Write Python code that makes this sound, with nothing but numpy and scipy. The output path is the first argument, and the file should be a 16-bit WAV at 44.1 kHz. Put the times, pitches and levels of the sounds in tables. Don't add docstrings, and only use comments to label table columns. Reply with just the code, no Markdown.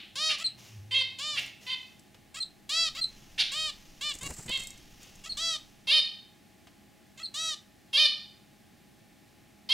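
import sys
import numpy as np
from scipy import signal
from scipy.fft import rfft, irfft, next_fast_len
from scipy.io import wavfile

SR = 44100
rng = np.random.default_rng(int(sys.argv[2]) if len(sys.argv) > 2 else 0)


def transcribe(signal):
    frames = np.atleast_2d(signal).T
    limited = np.clip(frames, -1, 1)
    pcm = np.round(limited * 32767).astype(np.int16)
    wavfile.write(sys.argv[1], SR, pcm)


N = 429081
TIME = np.arange(N) / SR


def amp(db):
    return 10 ** (np.asarray(db) / 20)


def unit(x):
    return x / np.sqrt(np.mean(x ** 2) + 1e-20)


def read(points, hz):
    f, value = np.transpose(points)
    return np.interp(np.log(hz + 1), np.log(f + 1), value)


def follow(rows):
    s, *columns = np.transpose(rows)
    t = np.arange(s[0], s[-1], 1 / SR)
    return [t] + [np.interp(t, s, c) for c in columns]


def add(mix, s, sound):
    part = mix[..., max(round(s * SR), 0):][..., :sound.shape[-1]]
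    part += sound[..., :part.shape[-1]]


def equalise(x, eq):
    return unit(irfft(rfft(x) * amp(read(eq, np.fft.rfftfreq(len(x), 1 / SR))), len(x)))


def noise(n, eq):
    return equalise(rng.standard_normal(n), eq)


def wander(n, hz):
    size = next_fast_len(n + 8192)
    f = np.fft.rfftfreq(size, 1 / SR)
    return unit(irfft(rfft(rng.standard_normal(size)) / (1 + (f / hz) ** 4), size))[:n]


def fade(t, edge_s):
    return np.clip(np.minimum(t - t[0], t[-1] - t) / edge_s, 0, 1)


# (f/Hz, T60/s)
ROOM_DECAY = [(300, 0.44), (1200, .44), (3000, 0.4727), (5000, 0.48), (8000, 0.38), (14000, 0.29)]
def room(x, direct_db, cage_db, tail_db, cage_decay_s, width):
    size = 26400
    taps = np.zeros((2, size))
    slots = np.arange(88, size - 20, 20)
    shape = (2, len(slots))
    np.put_along_axis(taps, slots + rng.integers(0, 20, shape), rng.choice([-1., 1.], shape), 1)
    hz, t, spectra = signal.stft(taps, SR, nperseg=256)
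    damping = amp(-60 * t / read(ROOM_DECAY, hz)[:, None])
    tail = signal.istft(spectra * damping, SR, nperseg=256)[1][:, :size]
    cage = taps * np.exp(-TIME[:size] / cage_decay_s)
    echoes = amp(tail_db) * tail / np.linalg.norm(tail[0])
    echoes += amp(cage_db) * cage / np.linalg.norm(cage[0])
    mid, side = signal.oaconvolve(x[None], echoes, axes=1)[:, :N]
    return amp(direct_db) * x + mid + width * np.array([side, -side])


# (f/Hz, gain/dB)
BED_EQ = [(12, -55), (20, -18), (36, -13), (113, -6.5), (176, -7), (203, -3), (268, -8.5), (291, -6.5),
          (385, -11), (481, -21.5), (538, -16), (602, -19.5), (818, -13.5), (915, -36), (994, -22),
          (1310, -25), (1790, -21.5), (2170, -21), (15800, -34.5)]
# (f/Hz, left-right correlation/0-1)
BED_CORRELATION = [(60, 0.19), (130, 0.79), (290, 0.31), (640, 0.31), (1410, 0.77), (3100, 0.916),
                   (6820, 0.921), (15000, 1)]
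# (f/Hz, level/dB)
DRONES = [(204.6, -73), (640.6, -78.5), (839.8, -75), (1680, -84), (1814, -81)]
# (t/s, f/Hz, level/dB)
PASSING_HUM = [(.48, 134.4, -65), (.58, 126.3, -60), (.68, 111.1, -62), (.77, 102.7, -44),
               (.9, 104.4, -50.5), (1.05, 99.3, -60.5), (1.3, 102.4, -69), (1.4, 125.7, -57),
               (1.55, 117, -70)]
def room_tone(bed_db=-59, ring_t60_s=.5):
    mid, side = noise(N, BED_EQ), noise(N, BED_EQ)
    correlation = np.clip(read(BED_CORRELATION, np.fft.rfftfreq(N, 1 / SR)), 0, 1)
    mid = irfft(rfft(mid) * np.sqrt((1 + correlation) / 2), N)
    side = irfft(rfft(side) * np.sqrt((1 - correlation) / 2), N)
    out = amp(bed_db) * np.array([mid + side, mid - side])
    for hz, db in DRONES:
        out += amp(db) * unit(np.sin(2 * np.pi * hz * TIME + 1.08 * wander(N, 3.6)))
    t, hz, level_db = follow(PASSING_HUM)
    hum = np.sin(2 * np.pi * np.cumsum(hz) / SR + .55 * wander(len(t), 22))
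    add(out, t[0], amp(level_db) * unit(hum))
    ring_eq = [(1000, -20.5), (2200, -2), (3000, 4), (4200, -1.5), (5500, -17.5), (9000, -39.5)]
    ring = noise(16384, ring_eq)
    add(out, 0, amp(-45 - 60 * TIME[:len(ring)] / ring_t60_s) * ring)
    return out


# (t/s, level/dB)
DRAUGHT_RIDE = [(2.1, -74), (2.75, -73), (2.9, -57), (3.7, -59.5), (4, -60), (4.8, -55.5), (5.1, -61.5),
                (5.35, -54.5), (5.9, -73.5)]
# (f/Hz, gain/dB)
DRAUGHT_EQ = [(15, -6), (30, -1), (50, -16), (150, -14.5), (300, -31), (1000, -70.5)]
def draught():
    out = np.zeros(N)
    t, level_db = follow(DRAUGHT_RIDE)
    add(out, t[0], amp(level_db) * noise(N, DRAUGHT_EQ)[:len(t)])
    return out


# (t/s, level/dB, rise and decay/s)
NEST_WAFTS = [(3.096, -60, 0.042), (3.271, -65, 0.023), (4.799, -63.5, 0.008), (5.324, -57.5, 0.036)]
# (f/Hz, gain/dB)
PUFF_EQ = [(25, -2), (60, 1), (130, 1.5), (300, -4), (600, -9.5), (1200, -18), (2500, -18), (6000, -58)]
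def air_puffs(wing_puffs):
    out, t = np.zeros(N), np.arange(-2048, 2048) / SR
    for s, db, decay_s in wing_puffs + NEST_WAFTS:
        add(out, s + t[0], amp(db) * np.exp(-abs(t) / decay_s) * noise(len(t), PUFF_EQ))
    return out


def feathers(bouts, eq, grain_db, grain_hz):
    envelope = np.zeros(N)
    for s, attack, hold, decay, db in bouts:
        rise = np.clip((TIME - s) / attack, 0, 1)
        envelope += amp(db) * rise * np.exp(-np.maximum(TIME - s - attack - hold, 0) / decay)
    return envelope * unit(noise(N, eq) * amp(grain_db * wander(N, grain_hz)))


# (t/s, attack/s, hold/s, decay/s, level/dB)
RUSTLES = [(.57, 0.022, 0.0766, 0.104, -53.5), (1.3, 0.116, .01, 0.057, -47.5),
           (1.6, 0.029, 0.021, 0.178, -54), (2.7, .2, 2.7, .2, -60), (5, 0.0207, 0.016, 0.054, -58)]
WHIRRS = [(4.03, 0.09, .02, 0.0266, -47), (4.22, 0.043, 0.157, 0.0545, -46.5),
          (4.47, 0.129, 0.052, 0.025, -47.5)]
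# (f/Hz, gain/dB)
RUSTLE_EQ = [(800, -8.5), (1600, -11), (2800, -2), (4300, -8), (5500, -4), (6500, -5), (8300, -17),
             (10500, -16.5), (15500, -18.5)]
WHIRR_EQ = [(710, -47), (1200, -7.5), (1410, -15), (1940, -6), (3320, -39), (3850, -10.5), (4930, -7),
            (6370, -5), (7410, 5.5), (9680, -11), (15500, -20.5)]
def plumage():
    rustle = feathers(RUSTLES, RUSTLE_EQ, grain_db=1.5, grain_hz=88.6)
    return rustle + feathers(WHIRRS, WHIRR_EQ, grain_db=4.5, grain_hz=60)


def snaps(rows, eq, decay_s, trim_db=-2):
    out, t = np.zeros(N), np.arange(2048) / SR
    for s, db in rows:
        add(out, s, amp(db + trim_db) * np.exp(-t / decay_s) * noise(len(t), eq))
    return out


# (t/s, level before trim/dB)
CLAW_TICKS = [(1.3941, -37.5), (1.4632, -43), (1.9949, -48.5), (4.6713, -31.5), (4.7048, -36.5),
              (4.776, -46), (5.03, -43), (5.155, -48)]
FOOT_KNOCKS = [(2.1445, -48), (6.671, -49)]
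# (f/Hz, gain/dB)
TICK_EQ = [(500, -14.5), (2500, -24), (5000, -7.5), (7500, 3.5), (10000, -8.5), (15000, -18)]
KNOCK_EQ = [(150, -19.5), (450, -4.5), (850, -4.5), (1500, -7.5), (2600, -2.5), (4000, -8), (7000, -15.5),
            (14000, -28)]
def contacts(wing_flicks):
    ticks = snaps(wing_flicks + CLAW_TICKS, TICK_EQ, decay_s=.004)
    return ticks + snaps(FOOT_KNOCKS, KNOCK_EQ, decay_s=.0099)


# (t/s, flick level before trim/dB, puff level/dB)
WING_STROKES = [(4.152, -36, -48), (4.187, -37.5, -62), (4.232, -33.5, -41.5), (4.264, -32, -37.5),
                (4.305, -32.5, -36), (4.338, -39.5, -57), (4.392, -40, -41), (4.462, -46, -45),
                (4.493, -32.5, -37.5), (4.526, -48, -62.5), (4.575, -35, -53), (4.595, -43, -47.5),
                (4.636, -37, -57)]
def wing_beats(air_lag_s=.005, puff_decay_s=.0098):
    flicks = [(s, db) for s, db, _ in WING_STROKES]
    puffs = [(s + air_lag_s, db, puff_decay_s) for s, _, db in WING_STROKES]
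    return flicks, puffs


ONSET_TREBLE_DB, MELLOW_S = 10, .022
SWELL_LATE = 1.174


def call(contour, echoes, voice_eq, jitter, onset_jitter, settle_s, air_db, throat_db, throat_width_hz,
         shimmer, hoarseness=.302):
    t, pitch, level_db, throat_hz, treble_db = follow(contour)
    onset = np.exp(-(t - t[0]) / settle_s)
    unsteady = jitter + onset_jitter * onset
    cycles = np.cumsum(pitch * (1 + unsteady * wander(len(t), 300))) / SR
    order = np.arange(1, 27)[:, None]
    hz = order * pitch
    throat = 1 + amp(throat_db) / (1 + 2j * (hz - throat_hz) / throat_width_hz)
    comb = 1 + sum(strength * np.exp(-2j * np.pi * hz * ms / 1000)
                   for ms, strength in (echoes[:2], echoes[2:]))
    gain = amp(read(voice_eq, hz)) * throat * comb / (1 + (hz / 11500) ** 10)
    gain *= np.exp(-1j * .12 * order ** 2)
    high = np.clip((hz - 5700) / 900, 0, 1)
    body, treble = (g / np.sqrt((abs(g) ** 2).sum(0) / 2) for g in (gain * (1 - high), gain * high))
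    buzz = ((body + amp(treble_db) * treble) * np.exp(2j * np.pi * order * cycles)).real.sum(0)
    buzz *= 1 + shimmer * wander(len(t), 140)
    air = equalise(rng.standard_normal(len(t)) * (1 + np.cos(2 * np.pi * cycles)), voice_eq)
    hoarse = np.clip(amp(air_db) + hoarseness * onset, 0, 1)
    envelope = amp(level_db) * fade(t, .004)
    return t[0], envelope * (np.sqrt(1 - hoarse ** 2) * buzz + hoarse * air)


def two_step(row, step_s, glide_s, scoop, droop, droop_power, soft_db, attack_s, tire_db, shut):
    s, length, low_hz, high_hz, level_db, throat_hz, treble_db = row
    progress = np.linspace(0, 1, 64)
    t = progress * length
    opening = (1 + np.tanh((t - step_s) / glide_s)) / 2
    onset = np.exp(-t / MELLOW_S)
    bend = 1 + scoop * onset - droop * progress ** droop_power
    pitch = (low_hz + (high_hz - low_hz) * opening) * bend
    level = level_db - soft_db * np.exp(-t / attack_s) - tire_db * progress
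    throat = throat_hz * (1 - shut * (1 - opening))
    return np.transpose([s + t, pitch, level, throat, treble_db + ONSET_TREBLE_DB * onset])


def gape(s, length, level_db, open_hz, shut_hz=2360, swell_db=11.5):
    progress = np.linspace(0, 1, 16)
    opening = np.sin(np.pi * progress ** SWELL_LATE)
    level = level_db - swell_db * (1 - opening)
    return np.transpose([s + progress * length, level, shut_hz + (open_hz - shut_hz) * opening])


# (t/s, length/s, level/dB, open throat resonance/Hz)
MATE_RASPS = [(0.288, 0.0448, -29, 2880), (1.36, 0.0434, -29, 2754), (3.378, .051, -23, 3904)]
# (f/Hz, gain/dB)
RASP_EQ = [(500, -15), (1200, -16), (1900, -4.5), (3000, -4.5), (4600, -6), (6000, -10), (7500, -18.5),
           (10000, -13.5), (14000, -31.5)]
def mate_rasps(rate_hz=620, chaos=.3, width_hz=1000):
    out = np.zeros(N)
    pole = np.exp(-np.pi * width_hz / SR)
    for row in MATE_RASPS:
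        t, level_db, throat_hz = follow(gape(*row))
        cycles = np.cumsum(rate_hz * (1 + chaos * wander(len(t), 500))) / SR
        pulses = np.diff(np.floor(cycles), prepend=0) * rng.uniform(.86, 1, len(t))
        pulses += .0177 * rng.standard_normal(len(t))
        sweep = np.exp(2j * np.pi * np.cumsum(throat_hz) / SR)
        ringing = (sweep * signal.lfilter([1 - pole], [1, -pole], pulses / sweep)).real
        add(out, t[0], amp(level_db) * fade(t, .0024) * equalise(ringing, RASP_EQ))
    return out


# (t/s, length/s, low f/Hz, high f/Hz, level/dB, throat/Hz, treble/dB re level)
SOFT_REPLIES = [(.908, 0.1165, 511.2, 540.4, -25.5, 3360, -29),
                (1.663, 0.0863, 499.1, 528.9, -31, 3084, -30.5),
                (4.478, .099, 498.4, 548.2, -31.5, 3250, -31)]
LOUD_REPLIES = [(5.869, 0.1303, 530.4, 624.4, -18.5, 3540, -26),
                (7.928, .14, 529.5, 617.1, -18.5, 3640, -24.5),
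                (9.688, .138, 522.2, 620.6, -16.5, 3930, -28.5)]
# (delay/ms, gain, delay/ms, gain)
SOFT_COMBS = [(1.553, 0.328, 0.312, -0.00058), (0.331, 0.096, 1.053, 0.19), (.31, 0.163, 1.18, -0.071)]
LOUD_COMBS = [(1.039, 0.172, 0.154, -0.11), (1.4, -0.3, 0.618, 0.14), (0.918, 0.334, 1.7, -0.063)]
# (f/Hz, gain/dB)
SOFT_EQ = [(550, -16), (1100, -9), (1600, -12), (2100, 1.5), (2650, -2), (3200, -1.5), (3900, -1),
           (4500, -0.5), (5300, -13.5), (6300, -19), (8000, -21.5), (9500, -19), (11500, -32.5),
           (14000, -22)]
LOUD_EQ = [(600, -15), (1150, -11), (1700, -13.5), (2150, -2.5), (2500, -2.5), (3100, 1.5), (3700, 2.5),
           (4300, 3), (5000, 0.5), (5700, -9), (6500, -22), (8000, -27.5), (10500, -19), (12000, -27),
           (14000, -26)]
def mate_calls():
    out = np.zeros(N)
    for row, echoes in zip(SOFT_REPLIES, SOFT_COMBS):
        contour = two_step(row, step_s=.038, glide_s=.006, scoop=.035, droop=.05, droop_power=3,
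                           soft_db=11, attack_s=.024, tire_db=2, shut=.14)
        add(out, *call(contour, echoes, SOFT_EQ, jitter=.0103, onset_jitter=.032, settle_s=.0083,
                       air_db=-27, throat_db=11, throat_width_hz=927, shimmer=.08))
    for row, echoes in zip(LOUD_REPLIES, LOUD_COMBS):
        contour = two_step(row, step_s=.045, glide_s=.016, scoop=.012, droop=.062, droop_power=9.2,
                           soft_db=20, attack_s=.0245, tire_db=4, shut=.168)
        add(out, *call(contour, echoes, LOUD_EQ, jitter=.006, onset_jitter=.04, settle_s=.011,
                       air_db=-26, throat_db=11, throat_width_hz=1140, shimmer=.08, hoarseness=.9))
    return out


# (t/s, length/s, level/dB, f/Hz, second harmonic/dB)
NEAR_WHISTLES = [(.44, 0.0389, -26, 4180, -17), (2.4, 0.0416, -30.5, 4158, -14.5),
                 (3.01, 0.0434, -26.5, 4154, -18), (5.291, 0.0459, -33.5, 4313, -20),
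                 (7.228, 0.042, -33.5, 4256, -20)]
# (position/0-1, pitch ratio, gain/dB, flutter/0-1)
WHISTLE_CONTOUR = [(0, 1, -7, .1), (.2, 1.006, 0, .1), (.5, .995, -1, .2), (.72, .975, 1, .8),
                   (1, .975, -6, .6)]
def near_whistles(third_db=-41, vibrato=.03, tremolo=.81):
    out = np.zeros(N)
    position, *columns = np.transpose(WHISTLE_CONTOUR)
    for s, length, level_db, pitch_hz, second_db in NEAR_WHISTLES:
        t = np.arange(0, length, 1 / SR)
        bend, swell_db, flutter = (np.interp(t / length, position, c) for c in columns)
        hz = pitch_hz * bend * (1 + vibrato * flutter * wander(len(t), 450))
        phase = 2 * np.pi * np.cumsum(hz) / SR
        tone = np.sin(phase) + amp(second_db) * np.sin(2 * phase) + amp(third_db) * np.sin(3 * phase)
        tone *= 1 + tremolo * flutter * wander(len(t), 330)
        add(out, s, amp(level_db + swell_db) * fade(t, .0043) * unit(tone))
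    return out


def whine(s, length, top_hz, top_at, climb, level_db, swell_db, throat_hz, treble_db,
          fall=.11, throat_follows=.72):
    progress = np.linspace(0, 1, 64)
    t = progress * length
    sag = climb * np.maximum(1 - progress / top_at, 0) ** 2.5
    sag += fall * np.maximum((progress - top_at) / (1 - top_at), 0) ** 2.7
    effort = np.sin(np.pi * progress ** SWELL_LATE)
    level = level_db - swell_db * (1 - effort)
    throat = throat_hz * (1 - throat_follows * sag)
    treble = treble_db + ONSET_TREBLE_DB * np.exp(-t / MELLOW_S)
    return np.transpose([s + t, top_hz * (1 - sag), level, throat, treble])


# (t/s, length/s, top f/Hz, top position/0-1, climb/share of top f, level/dB,
# swell/dB, throat/Hz, treble/dB re level)
NEAR_WHINES = [(.154, 0.2058, 632.1, 0.52, 0.218, -27.5, 10, 3424, -16),
               (1.185, 0.187, 607.7, 0.51, 0.187, -33.5, 4.5, 3630, -14),
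               (2.691, 0.202, 663, 0.55, 0.186, -25.5, 8.5, 4253, -15),
               (3.516, 0.1913, 631, 0.51, .18, -31.5, 4.5, 3190, -13.5),
               (4.009, 0.1178, 601.3, .501, 0.13, -31.7, 5, 3510, -15),
               (5.369, 0.2012, 664.5, 0.35, 0.191, -29, 7, 4300, -13.5),
               (7.34, 0.2088, 648.4, 0.44, 0.1515, -30, 8, 4270, -11.5)]
# (t/s, length/s, low f/Hz, high f/Hz, level/dB, throat/Hz, treble/dB re level)
NEAR_NOTES = [(0.381, 0.0515, 542.7, 658.2, -39.5, 3520, -12.5),
              (2.342, 0.0535, 539.2, 646, -42, 3430, -9.5), (2.948, 0.0567, 541, 662.2, -38, 3270, -18.5),
              (4.209, 0.0697, 513.2, 557.9, -42.5, 2940, -7.5),
              (5.237, 0.0483, 547.6, 658.5, -44, 3420, -10.5),
              (7.173, 0.054, 519.3, 660.2, -47, 3130, -12.5)]
# (delay/ms, gain, delay/ms, gain)
WHINE_COMBS = [(0.193, 0.372, 1.933, -0.072), (0.504, -0.196, 1.705, 0.32), (0.147, -0.121, 1.3, -0.0065),
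               (0.234, 0.224, 0.638, 0.06), (0.186, -0.2, 0.77, -0.014), (0.723, -0.244, .42, -.33),
               (.41, -.34, 1.04, 0.31)]
NOTE_COMBS = [(0.392, 0.16, 1.623, 0.54), (0.3, -0.37, 0.189, -0.39), (0.424, 0.22, 1.155, -0.345),
              (0.0974, 0.65, 1.242, -0.64), (0.24, -0.23, 1.44, 0.43), (0.211, -0.46, 1.438, 0.5)]
# (f/Hz, gain/dB)
NEAR_EQ = [(600, -18), (1250, -7.5), (1800, -12.5), (2600, -7), (3400, -3.5), (4300, -5.5), (5500, -7),
           (6400, -8.5), (7300, -1.5), (8500, -12.5), (10100, -11), (11200, -18.5), (14000, -12.5)]
def near_calls():
    out = np.zeros(N)
    for row, echoes in zip(NEAR_WHINES, WHINE_COMBS):
        add(out, *call(whine(*row), echoes, NEAR_EQ, jitter=.003, onset_jitter=.014, settle_s=.02,
                       air_db=-33, throat_db=10, throat_width_hz=1800, shimmer=.05))
    for row, echoes in zip(NEAR_NOTES, NOTE_COMBS):
        contour = two_step(row, step_s=.023, glide_s=.00606, scoop=.014, droop=.0062, droop_power=2.6,
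                           soft_db=3.5, attack_s=.0476, tire_db=-3.4, shut=.018)
        add(out, *call(contour, echoes, NEAR_EQ, jitter=.0101, onset_jitter=.0115, settle_s=.0164,
                       air_db=-16.5, throat_db=15, throat_width_hz=2900, shimmer=.215))
    return out


def scene():
    wing_flicks, wing_puffs = wing_beats()
    nest = plumage() + contacts(wing_flicks) + near_calls()
    near = room(nest, direct_db=-.5, cage_db=-10.5, tail_db=-28, cage_decay_s=.03125, width=.027)
    near += room(near_whistles(), direct_db=-1, cage_db=-9.5, tail_db=-30, cage_decay_s=.023, width=.05)
    mate = mate_calls() + mate_rasps()
    far = room(mate, direct_db=-1.5, cage_db=-5, tail_db=-4, cage_decay_s=.00091, width=.17)
    pan_right = amp([[-.5], [.5]])
    return near + far * pan_right + air_puffs(wing_puffs) + draught() + room_tone()


def record(dry, cutoff_hz=15850):
    lowpass = signal.firwin(511, cutoff_hz, window=("kaiser", 9), fs=SR)
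    return signal.oaconvolve(dry, lowpass[None], "same")


dry = scene()
out = record(dry)
transcribe(out)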